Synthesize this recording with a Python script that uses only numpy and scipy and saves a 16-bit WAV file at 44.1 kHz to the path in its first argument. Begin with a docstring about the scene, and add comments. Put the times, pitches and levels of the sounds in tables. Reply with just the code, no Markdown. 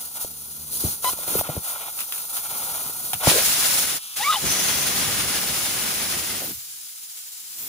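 """A workshop: close to a phone, a hand unscrews the core of a truck tyre valve.
Banded noise sputters past the threads, and short noise bursts spurt as the tool ticks. The core pops free
with chirped thumps, and shaped noise hisses and roars over the wheel. A finger thins it to a hollow hiss, then
slips off with a squeal of wavering harmonics. The phone turns away, which takes the roar and leaves mostly
hiss, then comes part of the way back. Sine tones and low noise make a faint motor behind it all."""
import sys
import numpy as np
from scipy.fft import rfft, irfft
from scipy.io import wavfile
from scipy.ndimage import uniform_filter1d

SR = 44100
rng = np.random.default_rng(int(sys.argv[2]) if len(sys.argv) > 2 else 0)


def persist_wave(psi):
    """Save psi, clipped to +-1, as 16-bit WAV."""
    counts = np.round(np.clip(psi, -1, 1) * 32767).astype(np.int16)
    wavfile.write(sys.argv[1], SR, np.atleast_2d(counts).T)


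N = 338675
T = np.arange(N) / SR  # s
FREQ = np.arange(N // 2 + 1) * SR / N  # Hz

# spectrum of air that strikes the microphone: (frequency [Hz], level [dB per Hz])
THUMP_COLOUR = [(30, -13), (70, 8), (150, 10), (450, -7.5), (900, -14.5), (1400, -29), (2500, -33),
                (8000, -42.5)]
# resonances of the valve stem: (frequency [Hz], width [Hz], level [dB])
STEM_RESONANCES = [(1990, 140, -5), (2920, 320, -0.5), (3685, 760, 3.5)]


def jet(hiss_gain, roar_gain):
    """The open valve hisses with a shrill band on top, and roars where the air strikes."""
    # spectrum of the hiss: (frequency [Hz], level [dB per Hz])
    hiss_colour = [(100, -24), (450, -26), (1200, -13.5), (2000, -10), (2800, -7), (4200, -3), (5400, -3.5),
                   (7400, 1), (8100, 2), (9200, -1), (10500, 0.5), (12300, -3.5), (14300, 0.5), (16000, -3)]
    # spectrum of the roar: (frequency [Hz], level [dB per Hz])
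    roar_colour = [(60, -9.5), (250, -16), (550, -3), (1000, 0), (1550, 0.5), (2500, 1.5), (3600, 1),
                   (4800, -2), (6000, -2), (7500, -7.5), (9500, 1), (11500, -5.5), (15000, -13.5)]
    # shrill band of the jet: (time [s], centre [Hz], level relative to the hiss [dB])
    shrill_path = [(3.22, 9300, -5), (3.6, 9680, -8), (3.95, 9750, 2), (4.2, 7960, -32.5), (4.5, 6160, 5),
                   (4.95, 6270, -2), (5.4, 6880, -25), (5.9, 7360, -26), (6.4, 7470, -11),
                   (7.68, 7390, -0.5)]
    wander_share, shrill_width_hz = 0.025, 800  # wander as a share of the centre frequency

    centre_hz, shrill_db = curves(shrill_path)
    shrill_sides = [resonance(centre_hz * (1 + wander_share * walk(25)), shrill_width_hz) for _ in range(2)]
    shrill = np.array(shrill_sides) * undb(shrill_db)
    hiss = air(hiss_colour, (13300, 14700), likeness=0.28, lead_s=0.000323) + shrill
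    hiss = hiss * hiss_gain * undb(0.84 * walk(30))
    roar = air(roar_colour, (1350, 1800), likeness=0.33, lead_s=0.00003)
    roar = roar * roar_gain * undb(1.2 * walk(25))
    flutter = undb(0.33 * walk(16) + 0.25 * walk(300))
    off_wheel = bounce((hiss + roar) * flutter, delay_s=0.0014, strength=0.13, sway=0.061)
    return bounce(off_wheel, delay_s=0.0048, strength=0.16, sway=0.015)


def jet_flow():
    """Gains of hiss, roar and draught: blasts that sag with the pressure and fade as the phone turns."""
    # blasts from the open valve: the core pops free, full jet, the jet strikes the hand, a finger closes in,
    # the finger slips, the tyre empties freely:
    # (start [s], end [s], rise [s], fade [s], hiss [dB], roar [dB], draught [dB], all before the sag)
    blast_rows = [(3.24, 3.28, 0.07, 0.057, -31, -27, -34), (3.21, 3.821, 0.076, .05, -28.5, -36.5, -42.5),
                  (3.341, 3.35, 0.053, 0.06, -41, -32.5, -44), (3.859, 3.96, 0.017, 0.021, -34, -41, -47),
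                  (4.152, 4.405, 0.02, 0.071, -36.5, -44, -53), (4.34, 7.68, 0.2, .04, -32.5, -36.5, -39)]
    # the phone turns from the wheel: (time [s], turn [0 facing it to 1 turned away])
    turn_path = [(6.25, 0), (6.48, 0.39), (6.512, 0.47), (6.535, 0.65), (6.7, 0.87), (7.0, 1), (7.1, 0.8),
                 (7.48, 0.74), (7.64, 0.49)]
    sag_db_per_s = np.array([[2.09], [3.0], [2.5]])  # hiss, roar, draught
    turned_hiss_db, turned_roar_db, turned_draught_db = -9.5, -54, -34
    stream_edge, stream_edge_width = 0.39, 0.41  # shares of the turn

    blasts = together(undb(np.array(levels)[:, None] - sag_db_per_s * (T - start)) * swell(start, end, rise, fade)
                      for start, end, rise, fade, *levels in blast_rows)
    turn, = curves(turn_path)
    out_of_stream = np.clip((turn - stream_edge) / stream_edge_width, 0, 1)
    # the hiss fades evenly with the turn, the roar ever faster, the draught past the edge of the stream
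    turn_db = [turned_hiss_db * turn, turned_roar_db * turn ** 2, turned_draught_db * out_of_stream]
    return blasts * undb(turn_db)


def leak(hiss_gain, hollow_gain):
    """A thin sputtering hiss past the threads, with a hollow note from the cupped hand."""
    # spectrum of the thin hiss: (frequency [Hz], level [dB per Hz])
    leak_colour = [(100, -22.5), (1800, -21), (2500, -20.5), (4400, -8.5), (5200, -13.5), (5700, -10),
                   (6500, -7), (7500, -8.5), (8400, -4.5), (9300, 0), (11800, -4), (14000, 0), (16000, -6)]
    # spectrum of air caught in the hand: (frequency [Hz], level [dB per Hz])
    hollow_colour = [(40, -23.5), (90, -49), (300, -19.5), (520, -9), (750, 1), (1000, -3.5), (1180, -3.5),
                     (1390, 4), (1620, -12), (2200, -4.5), (2800, -10.5), (3600, -6.5), (4600, -19),
                     (9000, -25)]

    hiss = air(leak_colour, (9000, 11000), likeness=0.52, lead_s=0.000322) * hiss_gain
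    hollow = air(hollow_colour, (1120, 1500), likeness=0.87, lead_s=0.00032)
    hollow = hollow * hollow_gain * undb(2 * walk(34.9))
    sputter = undb(0.82 * walk(40) + 0.43 * walk(397))
    return bounce((hiss + hollow) * sputter, delay_s=0.0021, strength=0.168, sway=0.0392)


def leak_flow():
    """Gains of hiss, hollow note and draught: a seep until the core is out, plus a leak at each twist."""
    # twists of the core that let more air by:
    # (start [s], end [s], hiss [dB], hollow note [dB], draught [dB])
    leak_rows = [(-.04, 0.05, -40, -55.5, -63), (0.119, 0.168, -37, -48, -59),
                 (0.185, 0.219, -32, -47.5, -68), (0.694, 0.765, -31.5, -59, -53),
                 (0.773, 0.917, -31, -49.5, -52), (1.008, 1.105, -29.5, -41.5, -53),
                 (1.156, 1.237, -37, -45.5, -57), (1.252, 1.388, -30, -40, -44),
                 (1.413, 1.549, -47, -42, -52), (1.615, 1.716, -35, -43.5, -77),
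                 (1.715, 1.86, -64, -44, -83), (1.95, 2.002, -38, -49.5, -60),
                 (2.106, 2.207, -41, -53, -76), (2.314, 2.372, -32.5, -43.5, -69),
                 (2.41, 2.44, -37, -43.5, -67), (2.466, 2.87, -36.5, -44, -53.5),
                 (2.95, 3.084, -38, -72, -53), (3.193, 3.273, -35, -34, -47)]
    core_out_s, rise_s, fade_s = 3.25, 0.041, 0.041

    # hiss and hollow note grow as the core unscrews (dB, dB per s)
    seep_db = [-42 + 1.98 * T, -62.5 + 4 * T, np.full(N, -63.5)]
    seep = undb(seep_db) * swell(-1, core_out_s, rise_s, fade_s)
    leaks = together(undb(levels)[:, None] * swell(start, end, rise_s, fade_s)
                     for start, end, *levels in leak_rows)
    return together([seep, leaks])


def covered():
    """Under the finger the air thins to a hollow hiss that rings in the valve stem."""
    # a finger covers the valve: (start [s], end [s], level [dB])
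    finger = (3.955, 4.15, -37.5)
    # spectrum of air seeping under it: (frequency [Hz], level [dB per Hz])
    covered_colour = [(100, -19), (450, -25), (800, -15), (1300, -6), (1600, -13), (2000, -11), (2400, -6),
                      (2900, -3), (3450, -1), (4000, -4), (4900, -6), (6000, -3.5), (7300, -5), (8300, -2),
                      (9500, -0.5), (12000, -1), (14000, -3), (16000, -5)]

    start, end, db = finger
    flow = undb(db + 1.0 * walk(30)) * swell(start, end, rise_s=0.025, fade_s=0.03)
    return air(covered_colour, (2500, 11000), likeness=0.72, lead_s=0.0003) * flow


def squeals():
    """Air flutters in a narrow gap: a pitch with unsteady overtones that turns ragged and rasps in the stem."""
    # one list per squeal: (time [s], pitch [Hz], fundamental [dB], second harmonic [dB],
    # higher overtones before their tilt and the stem's lift [dB], roughness [0-1])
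    squeal_rows = [
        [(1.044, 1050, -27.5, -46, -51, 0.5), (1.056, 1000, -24.5, -41, -51, 0),
         (1.073, 998, -24.5, -41, -44.5, 0), (1.093, 1028, -23.5, -46, -45.5, 0),
         (1.102, 1030, -55, -50, -46, 0.25)],
        [(4.185, 763, -55, -60, -49, 0.52), (4.208, 821, -26, -47, -48, 0.2),
         (4.228, 915, -35, -31, -40.5, 0.4), (4.25, 1134, -35, -27, -49, 0.2),
         (4.274, 1146, -20.5, -27, -47, 0.2), (4.292, 1237, -19, -48, -46, 0),
         (4.306, 1275, -15, -48, -44, 0.06), (4.316, 1232, -24, -45, -45.5, 0.4),
         (4.33, 1254, -23.5, -52, -49, .7), (4.355, 952, -29.5, -48, -56, 0.94),
         (4.372, 818, -26.5, -55, -50, 0.02), (4.39, 765, -42, -60, -60, .2)],
        [(4.35, 2880, -37, -70, -80, .2), (4.361, 3070, -21.5, -60, -80, 0), (4.369, 3230, -41, -70, -80, 0)],
    ]
    ragged_rate_hz, ragged_share = 300, 0.79  # how fast and how far a rough squeal breaks up
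    overtone_tilt_db, flutter_db, jitter_rad = 0.2, 1.5, 0.15  # the tilt is per harmonic

    out = np.zeros(N)
    rasp = sum(undb(db) * resonance(np.full(N, hz), width) for hz, width, db in STEM_RESONANCES)
    wobble, shake, slip = walk(210), walk(ragged_rate_hz), walk(ragged_rate_hz)
    unsteady = [(k, undb(flutter_db * walk(90)), jitter_rad * walk(170)) for k in range(2, 8)]
    for rows in squeal_rows:
        gate = during(rows)
        on = gate > 1e-6
        hz, db, second_db, higher_db, rough = (curve[on] for curve in curves(rows))
        phase = 2 * np.pi * np.cumsum(hz * (1 + 0.063 * rough * wobble[on])) / SR
        ragged = np.clip(ragged_share * rough, 0, 1)
        steady_note = np.sqrt(1 - ragged ** 2) * np.sin(phase)
        broken_note = (shake[on] * np.sin(phase) + slip[on] * np.cos(phase)) / np.sqrt(2)
        note = steady_note + ragged * broken_note
        # the rasp swells once a cycle
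        pulsed_rasp = undb(-7.0) * rough * rasp[on] * (1 + 0.49 * np.cos(phase))
        tone = undb(db) * (note + pulsed_rasp)
        for k, flutter, jitter in unsteady:
            if k == 2:
                gain = undb(second_db)
            else:
                gain = undb(higher_db + overtone_tilt_db * (k + 6)) * stem_gain(k * hz)
            tone += gain * flutter[on] * np.sin(k * phase + jitter[on])
        out[on] += np.sqrt(2) * gate[on] * tone
    return close_by(out)


def stem_gain(hz):
    """How much the valve stem lifts an overtone that passes through its resonances."""
    return 1 + sum(undb(db) / (1 + (2 * (hz - mode_hz) / width) ** 2) for mode_hz, width, db in STEM_RESONANCES)


def spurts():
    """Each tick of the tool opens the seat for an instant: a sharp, grainy burst."""
    # ticks that let out a spurt: (time [s], level [dB], decay [s])
    spurt_rows = [(0.248, -36, 0.0024), (1.044, -20, 0.0044), (1.132, -40, .005), (1.1865, -43, 0.0067),
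                  (1.276, -33, 0.008), (1.302, -33, 0.06), (1.41, -25, 0.003), (1.987, -28, 0.025),
                  (2.004, -28.5, 0.013), (2.122, -26.5, 0.023), (2.179, -34, 0.011), (2.24, -35, 0.0025),
                  (2.365, -28.5, 0.016), (3.132, -18.5, 0.012), (3.281, -21, 0.038)]
    # spectrum of a spurt: (frequency [Hz], level [dB per Hz])
    tick_colour = [(100, -30.5), (400, -13.5), (750, -6), (1350, 7), (1900, -3), (2700, 7.5), (4500, -0.5),
                   (6500, -1.5), (9500, 6), (16000, 4.5)]

    strength = np.zeros(N)
    for s, db, decay in spurt_rows:
        age = np.maximum(T - s, 0)
        attack = 1 - np.exp(-age / 0.00035)
        strength += undb(db) * attack * np.exp(-np.minimum(age / decay, 50))
    grain = undb(2.9 * walk(630))
    return air(tick_colour, (20, 16000), likeness=0.32, lead_s=0.0001) * strength * grain


def puffs():
    """Air thumps the microphone: a pressure step rings down in pitch, and a ragged eddy follows it."""
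    # thumps: (time [s], peak [dB], first pitch [Hz], last pitch [Hz], swell time [s])
    puff_rows = [(0.2455, -28, 910, 90, 0.0021), (.839, -21, 397, 227, 0.0024),
                 (0.8472, -19.5, 123, 48, 0.0057), (1.0435, -22, 800, 400, 0.00065),
                 (1.132, -31, 696, 100, 0.0019), (1.188, -30.5, 700, 550, .0014),
                 (1.276, -29, 800, 330, 0.0018), (1.353, -14.5, 520, 380, 0.0018),
                 (1.35, -34, 160, 55, 0.0048), (1.371, -31, 540, 280, .002), (1.391, -26, 258, 55, 0.0023),
                 (1.4116, -14, 774, 590, 0.00095), (1.4895, -23, 736, 397, 0.0017),
                 (1.4965, -23.5, 790, 560, 0.0018), (1.492, -28, 230, 60.5, 0.0044),
                 (1.553, -33, 420, 130, 0.0023), (1.566, -22, 885, 110, 0.0011),
                 (1.573, -30, 900, 350, 0.0011), (1.5754, -25.5, 130, 50, 0.0032),
                 (2.86, -37, 240, 100, .003), (2.895, -35, 600, 250, .002),
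                 (3.1328, -21.5, 950, 650, 0.002), (3.144, -36, 196, 70, 0.0055),
                 (3.272, -4.5, 854, 380, 0.00082), (3.2738, -11, 266, 175, .0024),
                 (3.274, -21, 100, 60, 0.0029), (3.316, -14, 795, 450, 0.00092),
                 (4.44, -29, 433, 236, 0.0041), (4.465, -32, 217, 160, 0.0032)]
    eddy_db = -6.5  # relative to the step

    steps, eddies = np.zeros((2, N))
    t = T[:SR // 5]
    for s, db, first_hz, last_hz, swell_s in puff_rows:
        hz = last_hz + (first_hz - last_hz) * np.exp(-t / (2.06 * swell_s))
        shape = undb(db) * t / swell_s * np.exp(1 - t / swell_s)
        span = slice(int(s * SR), int(s * SR) + len(t))
        steps[span] += shape * np.sin(2 * np.pi * np.cumsum(hz) / SR)
        # the deeper the puff, the more it stirs the air
        stir = min(130 / last_hz, 1)
        eddies[span] += undb(db) * np.sqrt(t / swell_s) * np.exp(-t / (3.1 * swell_s)) * stir
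    return close_by(steps) + undb(eddy_db) * eddies * air(THUMP_COLOUR, (20, 16000), likeness=0.94)


def whooshes():
    """A broad low resonance glides during leaks and as the jet opens, slips or turns away."""
    # sweeps: (start [s], end [s], first pitch [Hz], last pitch [Hz], width [Hz], level at mid-sweep [dB])
    whoosh_rows = [(1.03, 1.119, 680, 573, 320, -39), (1.262, 1.426, 480, 424, 480, -43),
                   (3.31, 3.412, 338, 663, 340, -26), (4.428, 4.477, 380, 300, 300, -36),
                   (6.39, 6.474, 750, 450, 420, -41), (6.463, 6.548, 399.6, 150, 243, -43),
                   (6.5, 6.63, 152, 40, 110, -54)]

    out = np.zeros(N)
    for start, end, first_hz, last_hz, width_hz, db in whoosh_rows:
        progress = np.clip((T - start) / (end - start), 0, 1)
        hz = first_hz + (last_hz - first_hz) * progress
        out += undb(db) * np.sin(np.pi * progress) * resonance(hz, width_hz)
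    return close_by(out)


def draught(leak_gain, jet_gain):
    """Eddies from the escaping air buffet the phone; gusts that hit the microphone have their own colour."""
    # spectrum of the buffeting: (frequency [Hz], level [dB per Hz])
    draught_colour = [(25, -34), (55, -1), (110, -2), (200, -1), (400, -4.5), (800, -12), (2000, -36),
                      (6000, -48)]
    # the jet brushes the microphone: (start [s], end [s], level [dB])
    gust_rows = [(4.412, 4.46, -33), (4.974, 5.255, -39)]

    gusts = together(undb(db) * swell(start, end, rise_s=0.029, fade_s=0.051) for start, end, db in gust_rows)
    stream = air(draught_colour, (50, 300), likeness=0.75) * together([leak_gain, jet_gain])
    brushes = gusts * air(THUMP_COLOUR, (50, 300), likeness=0.62)
    return (stream + brushes) * undb(1.2 * walk(25))


def fine_hiss():
    """The very top of the hiss, which flares in one leak and in two short swells late on."""
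    # level of the finest hiss: (time [s], level [dB])
    fine_level = [(1.33, -45), (1.38, -22), (1.412, -29), (1.43, -60), (6.25, -63), (6.45, -32),
                  (6.55, -38), (6.75, -56), (7.45, -61), (7.6, -34), (7.68, -34)]
    # spectrum of the finest hiss: (frequency [Hz], level [dB per Hz])
    fine_colour = [(100, -59.5), (6000, -30), (9500, -9), (12000, -4), (14000, 6), (16000, -2.5)]

    db, = curves(fine_level)
    return air(fine_colour, (8000, 16000), likeness=0.3) * undb(db) * during(fine_level)


def motor():
    """A distant motor: an unsteady hum of sine tones over a low noise rumble."""
    # tones of the hum, before the overall level: (frequency [Hz], level [dB])
    hum_lines = [(75.4, -64), (150.7, -64), (226.1, -67), (375.5, -75), (452.2, -75.5)]
    # overall level of hum and rumble: (time [s], level [dB])
    motor_level = [(.22, -2), (.3, 5.5), (.8, 7.5), (1.8, -7), (2.3, -11), (2.8, 3.5), (4.1, -12.5),
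                   (6.7, -11), (7.0, -25), (7.68, -25)]
    # spectrum of the rumble: (frequency [Hz], level [dB per Hz])
    rumble_colour = [(30, -20.5), (60, 1), (120, -2), (170, -13), (280, -6.5), (600, -25.5), (3000, -60)]
    rumble_db = -67.5  # before the overall level

    db, = curves(motor_level)
    hum = np.zeros(N)
    for hz, line_db in hum_lines:
        gain = np.sqrt(2) * undb(line_db + 2.1 * walk(10))
        hum += gain * np.sin(2 * np.pi * hz * T + 0.3 * walk(6.15))
    rumble = undb(rumble_db) * air(rumble_colour, (40, 300), likeness=0.9)
    return undb(db) * (hum + rumble)


def air(colour, band_hz, likeness=0.5, lead_s=0., bend_hz=1300):
    """Stereo turbulence, rms 1 within a band; its direct share reaches the left port first."""
    hz, db = np.transpose(colour)
    gain = undb(np.interp(np.log(FREQ + 1), np.log(hz), db))
    gain *= FREQ ** 2 / (FREQ ** 2 + 35 ** 2)  # low cut
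    in_band = (FREQ > band_hz[0]) * (FREQ < band_hz[1])
    gain /= np.sqrt(np.mean(gain ** 2 * in_band))
    direct, *diffuse = rfft(rng.standard_normal((3, N)))
    share = np.clip(likeness, 0, 1)
    # long waves are nearly in step at both ports
    lead = lead_s * (1 - 1 / (1 + (FREQ / bend_hz) ** 4))
    ports = np.array([direct, direct * np.exp(-2j * np.pi * FREQ * lead)])
    return irfft(gain * (np.sqrt(share) * ports + np.sqrt(1 - share) * np.array(diffuse)), N)


def resonance(hz, width_hz):
    """Turbulence ringing in one resonance that may move, rms near 1."""
    phase = 2 * np.pi * np.cumsum(hz) / SR
    return walk(width_hz / 2) * np.cos(phase) + walk(width_hz / 2) * np.sin(phase)


def bounce(x, delay_s, strength, sway):
    """A reflection off the wheel or floor; its path changes as hand and phone move."""
    echo = [np.interp(T - delay_s * (1 + sway * walk(1.32)), T, side) for side in x]
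    return (x + strength * np.array(echo)) / np.sqrt(1 + strength ** 2)


def close_by(x, lead_rad=0.54, left_db=0.5, low_cut_hz=45):
    """A sound at the valve leads in phase and is louder at the left port; its deepest rumble is lost."""
    sides = np.array([[1], [-1]])  # each side takes the level offset, and half the phase lead
    low_cut = FREQ ** 4 / (FREQ ** 4 + low_cut_hz ** 4)
    return irfft(rfft(x) * low_cut * np.exp(0.5j * lead_rad * sides), N) * undb(left_db * sides)


def swell(start, end, rise_s, fade_s):
    """Air flow that rises, holds and is pinched off."""
    opening = np.sin(np.pi / 2 * np.clip((T - start) / rise_s, 0, 1)) ** 2
    return opening * np.exp(-np.clip((T - end) / fade_s, 0, 7) ** 2)


def together(gains):
    """Unrelated flows add in power."""
    return np.sqrt(sum(gain ** 2 for gain in gains))


def walk(rate_hz):
    """Smooth random drift, mostly slower than the rate, with a spread of 1."""
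    v = irfft(rfft(rng.standard_normal(N)) / (1 + (FREQ / rate_hz) ** 4), N)
    return v / v.std()


def during(rows):
    """One while a table lasts, with soft edges."""
    return uniform_filter1d(1. * (T >= rows[0][0]) * (T <= rows[-1][0]), 128)


def curves(rows):
    """Each column of a table after the time, as a value per sample."""
    s, *columns = np.transpose(rows)
    return [np.interp(T, s, c) for c in columns]


def undb(db):
    """Decibels to gain."""
    return 10 ** (np.asarray(db) / 20)


def scene():
    """All the sounds mixed, a little to the left."""
    left_db = 0.24  # up on the left, down on the right
    leak_hiss, hollow, leak_draught = leak_flow()
    jet_hiss, roar, jet_draught = jet_flow()
    flows = jet(jet_hiss, roar) + leak(leak_hiss, hollow) + covered()
    flows += draught(leak_draught, jet_draught) + fine_hiss()
    sound = flows + squeals() + spurts() + puffs() + whooshes() + motor()
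    return sound * undb([[left_db], [-left_db]])


def record(dry):
    """The left port resonates slightly; its treble is the right port's, late and inverted; the top is cut."""
    left, right = rfft(dry)
    port_hz, port_width_hz, port_db = 5200, 450, 4
    treble_hz, treble_lag, top_hz = 8000, 11, 15700  # lag in samples
    left = left * undb(port_db / (1 + ((FREQ - port_hz) / port_width_hz) ** 2))
    treble = np.clip((FREQ - treble_hz) / 600 + 0.5, 0, 1)
    spread = -right * np.exp(-2j * np.pi * FREQ * treble_lag / SR)
    left = np.sqrt(1 - treble) * left + np.sqrt(treble) * spread
    low_pass = 1 / np.sqrt(1 + (FREQ / top_hz) ** 400)
    return irfft(np.array([left, right]) * low_pass, N)


dry = scene()
out = record(dry)
persist_wave(out)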